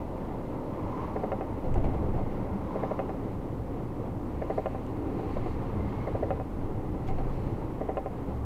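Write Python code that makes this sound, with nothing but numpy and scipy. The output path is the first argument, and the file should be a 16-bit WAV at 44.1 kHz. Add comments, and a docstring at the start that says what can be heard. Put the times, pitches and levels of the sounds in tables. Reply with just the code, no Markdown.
"""Inside a lorry cab rolling along a wet road with the wipers on. Shaped noise makes the tyre rumble, roar and
swish, passing traffic and spray; wavering tones make the diesel drone. On each sweep the blade judders in
knocks that ring the modes of the windscreen; it also rubs and sings, and the arms turn with a soft thud.
Joints, dips and patches in the road bring thumps and booms, the lorry alongside drones as it draws level, and
the panels, dashboard and loose fittings boom, clatter, tick and chatter."""
import sys
import numpy as np
from scipy import signal
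from scipy.fft import rfft, irfft
from scipy.io import wavfile
from scipy.ndimage import uniform_filter1d

SR = 44100
rng = np.random.default_rng(int(sys.argv[2]) if len(sys.argv) > 2 else 0)


def output_pcm(signal):
    """Save a mono or channel-first signal as 16-bit PCM at the path in sys.argv[1].

    Samples are clipped to [-1, 1] before scaling.
    """
    pcm = np.clip(np.atleast_2d(signal).T, -1, 1) * 32767
    wavfile.write(sys.argv[1], SR, np.round(pcm).astype(np.int16))


N = 372644
TIME = np.arange(N) / SR


def gain_of(db):
    """Turns decibels into amplitude."""
    return 10 ** (np.asarray(db) / 20)


def evened(x):
    """Scales a sound to rms 1."""
    return x / np.sqrt(np.mean(x ** 2) + 1e-20)


def read(points, hz):
    """Reads a spectrum in dB, joined by lines on a log-frequency axis and cut away beyond its ends."""
    point_hz, db = np.transpose(points)
    return np.interp(np.log(hz + 1), np.log(point_hz + 1), db, left=-100, right=-100)


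def curve(rows, axis):
    """Joins one column of a time table by lines, giving a value at every sample."""
    rows = np.array(rows)
    return np.interp(TIME, rows[:, 0], rows[:, axis])


def add(mix, s, sound):
    """Lays a sound into the mix at time s, in seconds."""
    part = mix[round(s * SR):][:len(sound)]
    part += sound[:len(part)]


def coloured(x, spectrum):
    """Filters a sound to a given colour and scales it to rms 1."""
    hz = np.fft.rfftfreq(N, 1 / SR)
    return evened(irfft(rfft(x) * gain_of(read(spectrum, hz)), N))


def noise(spectrum):
    """Steady noise of a given colour, rms 1."""
    return coloured(rng.standard_normal(N), spectrum)


def drift(hz):
    """Slow random wandering, mostly below the given rate, rms 1."""
    f = np.fft.rfftfreq(N, 1 / SR)
    slow = (f > 0) / (1 + (f / hz) ** 4)
    return evened(irfft(rfft(rng.standard_normal(N)) * slow, N))


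def steadied(x, span):
    """Takes the swells longer than span seconds out of a sound."""
    power = abs(uniform_filter1d(x ** 2, int(span * SR)))
    return x / np.sqrt(power + 0.00092)


def hump(rows):
    """An envelope that rises and falls smoothly once for each row (middle s, length s, dB)."""
    return sum(gain_of(db) * np.cos(np.pi * np.clip((TIME - s) / length, -.5, .5)) ** 2
               for s, length, db in rows)


def swells(rows, spectrum):
    """A flickering noise that rises and falls smoothly once for each row."""
    return hump(rows) * noise(spectrum) * gain_of(1.0 * drift(hz=50))


def blows(rows, rise, t60):
    """An envelope that swells with time constant rise and dies by 60 dB in t60 after each row (s, dB)."""
    envelope, t = np.zeros(N), np.arange(2 * SR) / SR
    shape = (1 - np.exp(-t / rise)) * gain_of(-60 * t / t60)
    for s, db in rows:
        add(envelope, s, gain_of(db) * shape / shape.max())
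    return envelope


def bursts(rows, spectrum, rise, t60):
    """Each blow stirs many close, well damped modes: a noise that swells and dies."""
    return blows(rows, rise, t60) * steadied(noise(spectrum), span=0.042)


def patchy(spectrum, patch_db, count=12):
    """A noise whose narrow bands surge and sink, each by itself."""
    colour, hz = rfft(noise(spectrum)), np.fft.rfftfreq(N, 1 / SR)
    place = np.interp(np.log(hz + 1), np.log([300, 4000]), [0, count - 1])
    knots = np.arange(0, N / SR + 1, 1 / 20)
    total = np.zeros(N)
    for k in range(count):
        surge = np.interp(TIME, knots + rng.random() / 20, rng.standard_normal(len(knots)))
        band = irfft(colour * np.maximum(1 - abs(place - k), 0), N)
        total += band * gain_of(patch_db * surge)
    return evened(total)


def cab(x, t60, wet_db):
    """The small padded cab adds a short tail of dense reflections."""
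    t = np.arange(SR // 4) / SR
    struck = rng.random(len(t)) < 2500 / SR  # about 2500 reflections a second
    taps = rng.standard_normal(len(t)) * struck * (t > .005) * gain_of(-60 * t / t60)
    return x + gain_of(wet_db) * signal.oaconvolve(x, taps / np.linalg.norm(taps))[:N]


# The cab rocks on its mounts after a joint or a dip.
# Each row: start in seconds, sway level in dB, level of the drumming floor in dB.
ROCKS = [(1.64, -26.5, -32), (2.05, -31.5, -38), (5.3, -33, -40), (6.55, -34.5, -51), (7.05, -27.5, -56)]
# How coarse the road is. Each row: time in seconds, rumble level in dB.
SURFACE = [(0, -43), (1.3, -41), (2.3, -37.5), (2.8, -44), (3.4, -37.5), (4.6, -40.5), (5.9, -35),
           (6.5, -37.5), (7.55, -34), (7.85, -41.5), (8.45, -42.5)]
# Tyre roar as the speed and the road change. Each row: time in seconds, level in dB before it wavers.
TYRES = [(0, -37), (1.2, -37), (2, -37.5), (3, -37), (3.7, -38.5), (4.6, -38), (5.8, -37.5), (6.7, -38.5),
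         (7.5, -38), (8.45, -39.5)]
# Water on the road. Each row: time in seconds, swish level in dB before it wavers.
WATER = [(0, -44.5), (1.5, -44.5), (2.1, -43.5), (2.5, -43.5), (2.9, -44.5), (3.5, -46.5), (4.1, -46.5),
         (5.4, -43.5), (6.1, -41.5), (6.5, -46.5), (7.4, -45), (8.45, -46)]
# Colours of the sway, rumble, roar and swish. Each row: frequency in Hz, relative strength in dB per Hz.
SWAY = [(6, -36), (13, -16), (18, 8.5), (21.5, 3), (27, -25), (80, -76)]
RUMBLE = [(15, -42), (30, -9.5), (42, 3.5), (55, -12.5), (70, -1.5), (82, -6.5), (104, 2), (122, 1.5),
          (145, -7), (200, -17.5), (500, -47)]
ROAR = [(80, -26), (150, -2.5), (200, 0.5), (230, -1.5), (275, 1.5), (330, -1.5), (370, -3.5), (450, -5.5),
        (530, -6), (660, -15), (770, -13), (1100, -62), (2000, -55)]
SWISH = [(250, 5.5), (500, 1.5), (680, -3), (780, 4), (840, 3), (1020, 0.5), (1250, -5.5), (1600, -14.5),
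         (1900, -14), (2100, -13.5), (2350, -19.5), (2750, -21), (3500, -28), (4200, -30.5), (6500, -44.5)]
ROCK_RISE_S, ROCK_T60_S = 0.14, 1.04
SWAY_DB = -43.5  # on an even road
SHAKE_DB = -11  # extra roar while the floor drums, relative to the drumming


def road():
    """The cab sways and drums; the tyres roar over an uneven surface and throw up water."""
    rocking = blows([(s, db) for s, db, _ in ROCKS], ROCK_RISE_S, ROCK_T60_S)
    drumming = blows([(s, db) for s, _, db in ROCKS], ROCK_RISE_S, ROCK_T60_S)
    sway = steadied(noise(SWAY), span=0.07) * np.hypot(gain_of(SWAY_DB), rocking)
    rumble_level = np.hypot(gain_of(curve(SURFACE, axis=1)), drumming)
    rumble = steadied(noise(RUMBLE), span=0.18) * rumble_level
    unevenness = drift(hz=4.4)
    roar_level = np.hypot(gain_of(curve(TYRES, axis=1) + 1.0 * unevenness), gain_of(SHAKE_DB) * drumming)
    roar = steadied(noise(ROAR), span=0.091) * roar_level
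    swish_db = curve(WATER, axis=1) + .5 * unevenness + .5 * drift(hz=40)
    swish = patchy(SWISH, patch_db=1.0) * gain_of(swish_db)
    return sway + rumble + roar + swish


# The diesel. Each row: time in seconds, firing rate in Hz before it wobbles, level in dB.
ENGINE = [(0, 71.4, -44), (2.2, 71.84, -45), (3.2, 69.94, -46), (4.3, 71.14, -46), (5.3, 69.24, -46),
          (6.3, 68.84, -44), (7.3, 70.2, -50), (8.45, 69.9, -36.5)]
# The tones of its drone. Each row: multiple of the firing rate, relative strength in dB before it wavers.
ORDERS = [(1, 0), (1.6, -6.5), (5 / 3, -9), (3, -20), (4, -11)]


def engine():
    """Low orders of the diesel come through the floor, each wavering in strength."""
    firing_hz = curve(ENGINE, axis=1) * (1 + 0.01455 * drift(hz=6.3))
    turns = np.cumsum(firing_hz) / SR
    drone = np.zeros(N)
    for multiple, db in ORDERS:
        tone = np.sin(2 * np.pi * (multiple * turns + rng.random()))
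        drone += gain_of(db + 3.2 * drift(hz=5.4)) * tone
    return gain_of(curve(ENGINE, axis=2)) * evened(drone)


# Oncoming traffic on the wet road. Each row: middle in seconds, length in seconds, level in dB.
PASSES = [(.25, 11.7, -46.5), (2.35, 1.6, -71), (4.0, 0.41, -66), (4.8, 1, -55)]
# Colour of the traffic. Each row: frequency in Hz, relative strength in dB per Hz.
TRAFFIC = [(380, -2), (450, -5), (530, 7), (620, 6.5), (700, -2), (790, -13), (900, 6), (1100, -13.5),
           (1400, -37), (2000, -34), (4000, -59)]


def oncoming_traffic():
    """Oncoming traffic goes by as noise that swells and fades."""
    return swells(PASSES, TRAFFIC)


# Wet rubber rubs over the glass. Each row: middle of the stroke in seconds, length in seconds, level in dB.
RUBS = [(1.0, 0.89, -43), (2.85, 0.83, -44), (4.5, 0.5, -52), (5.97, 0.51, -48.5), (7.62, .3, -51)]
# Colour of the rubbing. Each row: frequency in Hz, relative strength in dB per Hz.
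RUBBER = [(500, -16), (850, 0), (1030, 5), (1200, -5.5), (1550, -20), (1900, -22.5), (2120, -16),
          (2400, -23.5), (4000, -34.5), (7000, -42)]


def rubbing():
    """The wet rubber hisses over the glass, loudest in the middle of each stroke."""
    return swells(RUBS, RUBBER)


# Dips in the road. Each row: middle in seconds, length in seconds, level in dB.
DIPS = [(.85, 0.17, -35.5), (1.7, 0.18, -37), (1.98, 0.67, -34), (5.8, 0.27, -37), (6.22, 0.61, -39.5),
        (7.14, 0.13, -32.5)]
# Colour of the floor boom. Each row: frequency in Hz, relative strength in dB per Hz.
FLOOR_BOOM = [(25, -27), (45, -12), (58, -2), (70, 0), (85, 0), (110, -12), (160, -34)]


def floor_booms():
    """The cab floor booms over dips in the road: low noise that swells and fades."""
    return hump(DIPS) * steadied(noise(FLOOR_BOOM), span=0.042)


# The wiper arms reverse. Each row: start in seconds, level in dB.
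TURNS = [(.83, -33), (2.5, -32), (4.14, -33.5), (5.77, -29), (7.45, -46)]
# Colour of the thud. Each row: frequency in Hz, relative strength in dB per Hz.
THUD = [(15, -15), (42, -12), (60, -9), (90, 3), (120, -17.5), (170, -7), (400, -57), (900, -27)]


def arm_turns():
    """The arms turn round with a soft thud, a short burst of low noise."""
    return bursts(TURNS, THUD, rise=0.0086, t60=0.18)


# The suspension knocks. Each row: start in seconds, peak level in dB before the treble is softened.
THUMPS = [(.883, -35), (1.646, -21), (1.769, -26), (1.861, -25), (1.887, -18), (1.939, -25), (2.022, -25),
          (2.046, -19), (5.28, -29), (7.468, -24), (7.654, -28), (8.286, -22.5)]
THUMP_HZ, THUMP_T60_S = 149, 0.01  # the pitch is the middle of a random spread


def suspension():
    """Each knock is one low, heavily damped push on the cab floor."""
    t, out = np.arange(SR // 10) / SR, np.zeros(N)
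    for s, db in THUMPS:
        hz = THUMP_HZ * (1 + 0.14 * rng.standard_normal())
        push = np.sin(2 * np.pi * hz * t) * gain_of(-60 * t / THUMP_T60_S)
        add(out, s, gain_of(db) * push / push.max())
    return signal.sosfilt(signal.butter(2, 700, fs=SR, output="sos"), out)


# The tread hums over one coarse stretch. Its row: middle in seconds, length in seconds, level in dB.
TREAD_STRETCH = [(2.6, 3, -42.5)]
TREAD_HZ, TREAD_SAG_HZ_PER_S = 195.5, 4  # pitch at the middle of the stretch, and its fall


def tread():
    """A broken, wavering hum that sinks as the lorry slows."""
    hz = TREAD_HZ - TREAD_SAG_HZ_PER_S * (TIME - TREAD_STRETCH[0][0])
    angle = 2 * np.pi * np.cumsum(hz) / SR
    hum = drift(hz=11) * np.cos(angle) + drift(hz=11) * np.sin(angle)
    return hump(TREAD_STRETCH) * steadied(hum, span=.4)


# The blade judders in knocks. Each row: start in seconds, level in dB, level of the rasp in dB.
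KNOCKS = [(1.1615, -30.5, -50), (1.237, -28.5, -49), (2.756, -34, -49), (2.834, -31, -47.5),
          (2.9118, -30, -49), (4.419, -33.5, -47.5), (4.501, -29, -48), (4.58, -27.5, -48),
          (6.072, -34.5, -47), (6.15, -33, -48), (6.228, -28.5, -45), (7.811, -32, -53),
          (7.8901, -29.5, -50)]
# Each judder ends in a hard slap and a parting slip.
# Each row: slap in seconds, its level in dB, parting slip in seconds, its level in dB.
SLAPS = [(1.319, -29, 1.41, -33.5), (2.9921, -29.5, 3.0936, -35.5), (4.659, -29, 4.7475, -38.5),
         (6.3058, -28.5, 6.399, -35.5), (7.971, -28.5, 8.06, -34)]
# How the rubber meets the glass in a knock, a slap and a parting slip. Each holds: lead in seconds,
# treble limit in Hz before a small chance shift, spread of the bending waves in seconds,
# rebound delay in seconds and its strength against the landing (a ratio), settling delay in seconds
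# and its ratio (both delays before a small chance shift), treble limit of rebound and settling in Hz.
KNOCK = (.0017, 930, .0009, .00431, 2.3, .01235, -.5, 900)
SLAP = (-.0002, 1210, .0002, .00556, .63, .0093, .85, 1010)
PARTING = (-.0005, 1100, .0005, .00269, .34, .01057, .55, 1370)


def slips():
    """Stick and slip: knocks lead up to a hard slap, then a late slip frees the blade. Yields (s, dB, touch)."""
    for s, db, _ in KNOCKS:
        yield s, db, KNOCK
    for slap_s, slap_db, parting_s, parting_db in SLAPS:
        yield slap_s, slap_db, SLAP
        yield parting_s, parting_db, PARTING


def slip(touch, size=4096):
    """The blade lands, rebounds and settles; bending waves carry it through the glass, treble first."""
    lead_s, limit_hz, spread_s, rebound_s, rebound, settle_s, settle, dull_hz = touch
    hz = np.fft.rfftfreq(size, 1 / SR)
    rebound_shift, settle_shift, limit_shift = rng.standard_normal(3)

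    def delayed(s):
        """A delay of s seconds, as a turn of phase."""
        return np.exp(-2j * np.pi * hz * s)

    later = rebound * delayed(rebound_s * (1 + .015 * rebound_shift))
    later = later + settle * delayed(settle_s * (1 + .01 * settle_shift))
    contacts = 1 + later / np.sqrt(1 + (hz / dull_hz) ** 4)
    soft_rubber = 1 / np.sqrt(1 + (hz / (limit_hz * (1 + .03 * limit_shift))) ** 8)
    # the delay falls as 1 / sqrt(f), which rounds the attack; it is nil at 3000 Hz
    bending = np.exp(-2j * np.pi * spread_s * (2 * np.sqrt(1000 * hz) - hz * np.sqrt(1000 / 3000)))
    # the stiff pane radiates hardly any bass
    pane = 1 / np.sqrt(1 + (320 / (hz + 1)) ** 12)
    # 10 ms of room at the front, taken back when the knock is laid in
    landing = delayed(1 / 100 - lead_s)
    return irfft(contacts * soft_rubber * bending * pane * landing, size)[:size // 2]


# Ringing modes of the windscreen. 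Each row: middle pitch in Hz, middle relative strength in dB,
# time to fall by 60 dB in seconds.
SCREEN = [(290, -18, 0.11), (436, -5.5, 0.15), (555, 3, 0.06), (629.5, 12.5, 0.037), (684, -11, 0.17),
          (764, 5, 0.067), (900, -29, 0.056), (1033, 4, 0.036), (1227, 5.5, 0.014), (1390, -0.5, 0.04),
          (1834, 12, 0.012), (2090, 9.5, 0.046), (2230, 3, 0.035), (2530, 13, 0.04), (2770, 11, 0.035)]


def judder():
    """Every slip of the blade rings the windscreen, with small chance shifts in pitch and strength."""
    t, out = np.arange(SR // 6) / SR, np.zeros(N)
    hz, mode_db, t60 = np.transpose(SCREEN)[:, :, None]
    for s, db, touch in slips():
        detune, strength_db = rng.standard_normal((2, len(SCREEN), 1))
        pitch = hz * (1 + .006 * detune)
        glass = gain_of(mode_db + strength_db - 60 * t / t60) * np.sin(2 * np.pi * pitch * t)
        knock = signal.fftconvolve(slip(touch), glass.sum(0))
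        loudness = knock[SR // 200:][:SR // 40].std()  # over 25 ms around the knock
        add(out, s - 1 / 100, gain_of(db) * knock / loudness)
    return cab(out, t60=0.11, wet_db=-12.5)


# Colours of the scrub, rasp and crack. Each row: frequency in Hz, relative strength in dB per Hz.
SCRUB = [(300, -11), (430, -6), (560, 16), (780, -10), (900, -7)]
RASP = [(700, -12), (1400, -1), (1850, 7), (2100, 6), (2400, -16), (4000, -25)]
CRACK = [(700, 8), (1300, -1), (1700, -3), (2200, -10), (2900, -3.5), (3400, -15), (4500, -28)]
SCRUB_DB, CRACK_DB = -8, -17.5  # relative to the slip


def rubber():
    """The rough edge of the blade scrubs at every slip, rasps at each knock and cracks at the slap."""
    scrub = bursts([(s, db) for s, db, _ in slips()], SCRUB, rise=0.0065, t60=0.062)
    rasp = bursts([(s, db) for s, _, db in KNOCKS], RASP, rise=0.0012, t60=0.063)
    crack = bursts([(s, db) for s, db, _, _ in SLAPS], CRACK, rise=.0006, t60=.045)
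    return gain_of(SCRUB_DB) * scrub + rasp + gain_of(CRACK_DB) * crack


# Cab panels boom. Each row: middle in seconds, length in seconds, level in dB, pitch in Hz before it wobbles.
BOOMS = [(1.66, 0.12, -37.5, 515), (4.31, 0.7, -46, 332), (4.95, 0.34, -47, 331), (5.847, 0.67, -39.5, 208),
         (6.26, 0.3, -41, 332.3), (6.894, 0.42, -46, 304.7), (7.594, 0.64, -43.5, 318.3)]


def panel_booms():
    """Each shaken panel sounds near one pitch, in uneven lumps."""
    out = np.zeros(N)
    for s, length, db, hz in BOOMS:
        turns = np.cumsum(hz * (1 + 0.0249 * drift(hz=11.85))) / SR
        lumpy = np.sin(2 * np.pi * turns) * gain_of(3.5 * drift(hz=17))
        out += hump([(s, length, db)]) * steadied(lumpy, span=0.27)
    return out


# The dashboard clatters after a jolt. Each row: start in seconds, level of the first bounce in dB.
CLATTERS = [(1.641, -43), (1.757, -40), (1.842, -36.5), (1.891, -44), (1.936, -39), (2.184, -42),
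            (2.317, -47), (7.087, -38), (7.184, -40)]
# Ringing modes of the dashboard. Each row: middle pitch in Hz, middle relative strength in dB,
# time to fall by 60 dB in seconds.
DASH = [(686, 7, 0.036), (782, 7, 0.046), (950, -0.5, 0.038), (1105, -8, 0.031), (1410, -16, 0.018),
        (2070, -10, 0.029), (2610, -18, 0.023), (2850, -16, 0.013), (4250, -22, 0.022)]
BOUNCE_S, BOUNCE_LOSS_DB = 0.012, 5.5  # average gap between bounces, and loss at each


def clatter(count=4):
    """A loose dashboard panel bounces a few times, weaker each time, and rings its modes."""
    t, out = np.arange(SR // 12) / SR, np.zeros(N)
    hz, mode_db, t60 = np.transpose(DASH)[:, :, None]
    for s, db in CLATTERS:
        for k in range(count):
            detune, strength, phase = rng.standard_normal((3, len(DASH), 1))
            pitch = hz * (1 + 0.027 * detune)
            fading = gain_of(mode_db + 2 * strength - 60 * t / t60)
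            ring = (fading * np.sin(2 * np.pi * (pitch * t + phase))).sum(0)
            ring = ring * np.minimum(t / .0006, 1)  # soft attack
            add(out, s, gain_of(db - k * BOUNCE_LOSS_DB) * ring / ring[:SR // 100].std())
            s += BOUNCE_S * (.5 + rng.random())
    return cab(out, t60=0.096, wet_db=-2.5)


# Wheels strike joints in the road. Each row: start in seconds, level in dB.
BUMPS = [(1.646, -36), (1.755, -27), (1.84, -29), (1.936, -31), (2.03, -37), (2.135, -30), (7.083, -33.5),
         (7.18, -34), (8.28, -36)]
# Colour of the jolt. Each row: frequency in Hz, relative strength in dB per Hz.
JOLT = [(12, 1), (19, 15), (27, -5), (45, 12), (75, 3), (110, -18), (150, 4), (200, -3), (330, 1.5),
        (560, -2), (660, -8.5), (770, -2), (1100, -26), (1500, -27), (2700, -35), (5000, -61), (12000, -64)]


def joints():
    """Wheels strike joints in the road, and each shakes the cab as a burst of noise."""
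    return bursts(BUMPS, JOLT, rise=0.0076, t60=0.21)


# Loose trim ticks. Each row: start in seconds, level in dB.
TICKS = [(1.742, -43), (1.78, -56), (4.865, -52), (7.077, -51)]
# Colour of the ticks. Each row: frequency in Hz, relative strength in dB per Hz.
TRIM = [(700, -10), (2000, 12), (4200, -2), (5500, -3), (7000, 0), (9000, -16), (15000, -22)]


def trim_ticks():
    """Loose trim ticks: very short bursts of bright noise."""
    return bursts(TICKS, TRIM, rise=.0003, t60=0.0086)


# Loose fittings chatter as the cab is shaken. Each row: middle in seconds, length in seconds, level in dB.
CHATTERS = [(1.855, .07, -66), (1.945, .04, -68), (7.088, 0.068, -58.5), (7.19, .12, -73),
            (7.34, 0.07, -69)]
# Colour of the clicks. Each row: frequency in Hz, relative strength in dB per Hz.
CHATTER = [(1200, 1), (2200, 6), (3500, 6.5), (5000, -2), (7000, -4), (10000, -12), (15000, -16)]
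CHATTER_PER_S = 3000  # average clicks per second


def chatter():
    """Clusters of tiny clicks from loose fittings, at random moments."""
    clicks = rng.standard_normal(N) * (rng.random(N) < CHATTER_PER_S / SR)
    return hump(CHATTERS) * coloured(clicks, CHATTER)


# Patches in the tarmac. Each row: start in seconds, level in dB.
PATCHES = [(2.19, -40), (4.056, -38.5), (4.891, -40), (4.966, -38.5), (5.187, -35.5), (5.366, -31.5),
           (5.458, -31.5), (5.794, -39), (6.618, -40), (7.622, -40)]
# Colour of the thuds. Each row: frequency in Hz, relative strength in dB per Hz.
PATCH = [(180, -12), (300, 3), (420, 5), (560, 3.5), (780, 3), (1050, -6), (1300, -15.5), (1600, -24.5),
         (2100, -21.5), (2700, -29), (4500, -37)]


def patch_thuds():
    """The tyres thud over patches in the tarmac, each a short burst of noise."""
    return bursts(PATCHES, PATCH, rise=0.0036, t60=0.085)


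# The blade sings on the glass. Each row: middle in seconds, length in seconds, level in dB, pitch in Hz.
SINGS = [(2.84, .3, -62, 2140), (5.83, .26, -60, 2090), (6.015, 0.28, -59, 2170)]
SING_HALF_WIDTH_HZ = 57


def singing():
    """The blade sings for a moment: a breathy, narrow whistle."""
    out = np.zeros(N)
    for s, length, db, hz in SINGS:
        angle = 2 * np.pi * hz * TIME
        whistle = drift(SING_HALF_WIDTH_HZ) * np.cos(angle) + drift(SING_HALF_WIDTH_HZ) * np.sin(angle)
        out += hump([(s, length, db)]) * evened(whistle)
    return out


# Water sprays up from the lorry alongside. Each row: middle in seconds, length in seconds, level in dB.
SPRAYS = [(4.6, 0.96, -63), (5.38, 0.87, -59), (6.0, 1, -65), (7.33, 0.9, -63)]
# The engine of the lorry alongside drones as it draws level. Each row: middle in seconds, length in seconds,
# level in dB.
DRONES = [(5.15, 1.1, -37.5), (5.85, 0.57, -43), (6.8, 1.1, -44)]
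# Colours of the spray and the engine drone. Each row: frequency in Hz, relative strength in dB per Hz.
SPRAY = [(700, -16), (1500, 2), (2100, 6.5), (2700, 3), (3400, -7), (4300, -3), (5300, -15), (7000, -16),
         (12000, -26)]
OTHER_ENGINE = [(170, -6), (208, 3.5), (235, -8), (275, 3), (310, 2.5), (340, -1), (385, -3.5), (450, -4),
                (700, -52), (775, 1), (850, -75)]


def other_lorry():
    """The lorry in the next lane throws gusts of spray, and its engine drones as it draws level."""
    return hump(SPRAYS) * patchy(SPRAY, patch_db=1.5) + swells(DRONES, OTHER_ENGINE)


def scene():
    """Road, engine, traffic, wipers and the jolts of the cab."""
    traffic = oncoming_traffic() + other_lorry()
    wipers = rubbing() + arm_turns() + judder() + rubber() + singing()
    jolts = floor_booms() + suspension() + joints() + patch_thuds()
    fittings = panel_booms() + clatter() + trim_ticks() + chatter()
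    return (road() + engine() + tread() + traffic + wipers + jolts + fittings)[None]


# Colour of the microphone hiss. Each row: frequency in Hz, relative strength in dB per Hz.
HISS = [(500, 0.76), (4000, 1.5), (7000, 0.45), (10000, -0.43), (16000, -0.54)]
EDGE_HZ = 15640  # top of the band


def record(dry):
    """The small microphone adds its own hiss; then a soft start and the band limit."""
    soft_start = np.sin(np.pi / 2 * np.minimum(TIME * 500, 1)) ** 2  # 2 ms
    heard = (dry + gain_of(-69.5) * noise(HISS)) * soft_start
    band = signal.firwin(1023, EDGE_HZ, window=("kaiser", 9), fs=SR)
    return signal.oaconvolve(heard, band[None], "same")


dry = scene()
out = record(dry)
output_pcm(out)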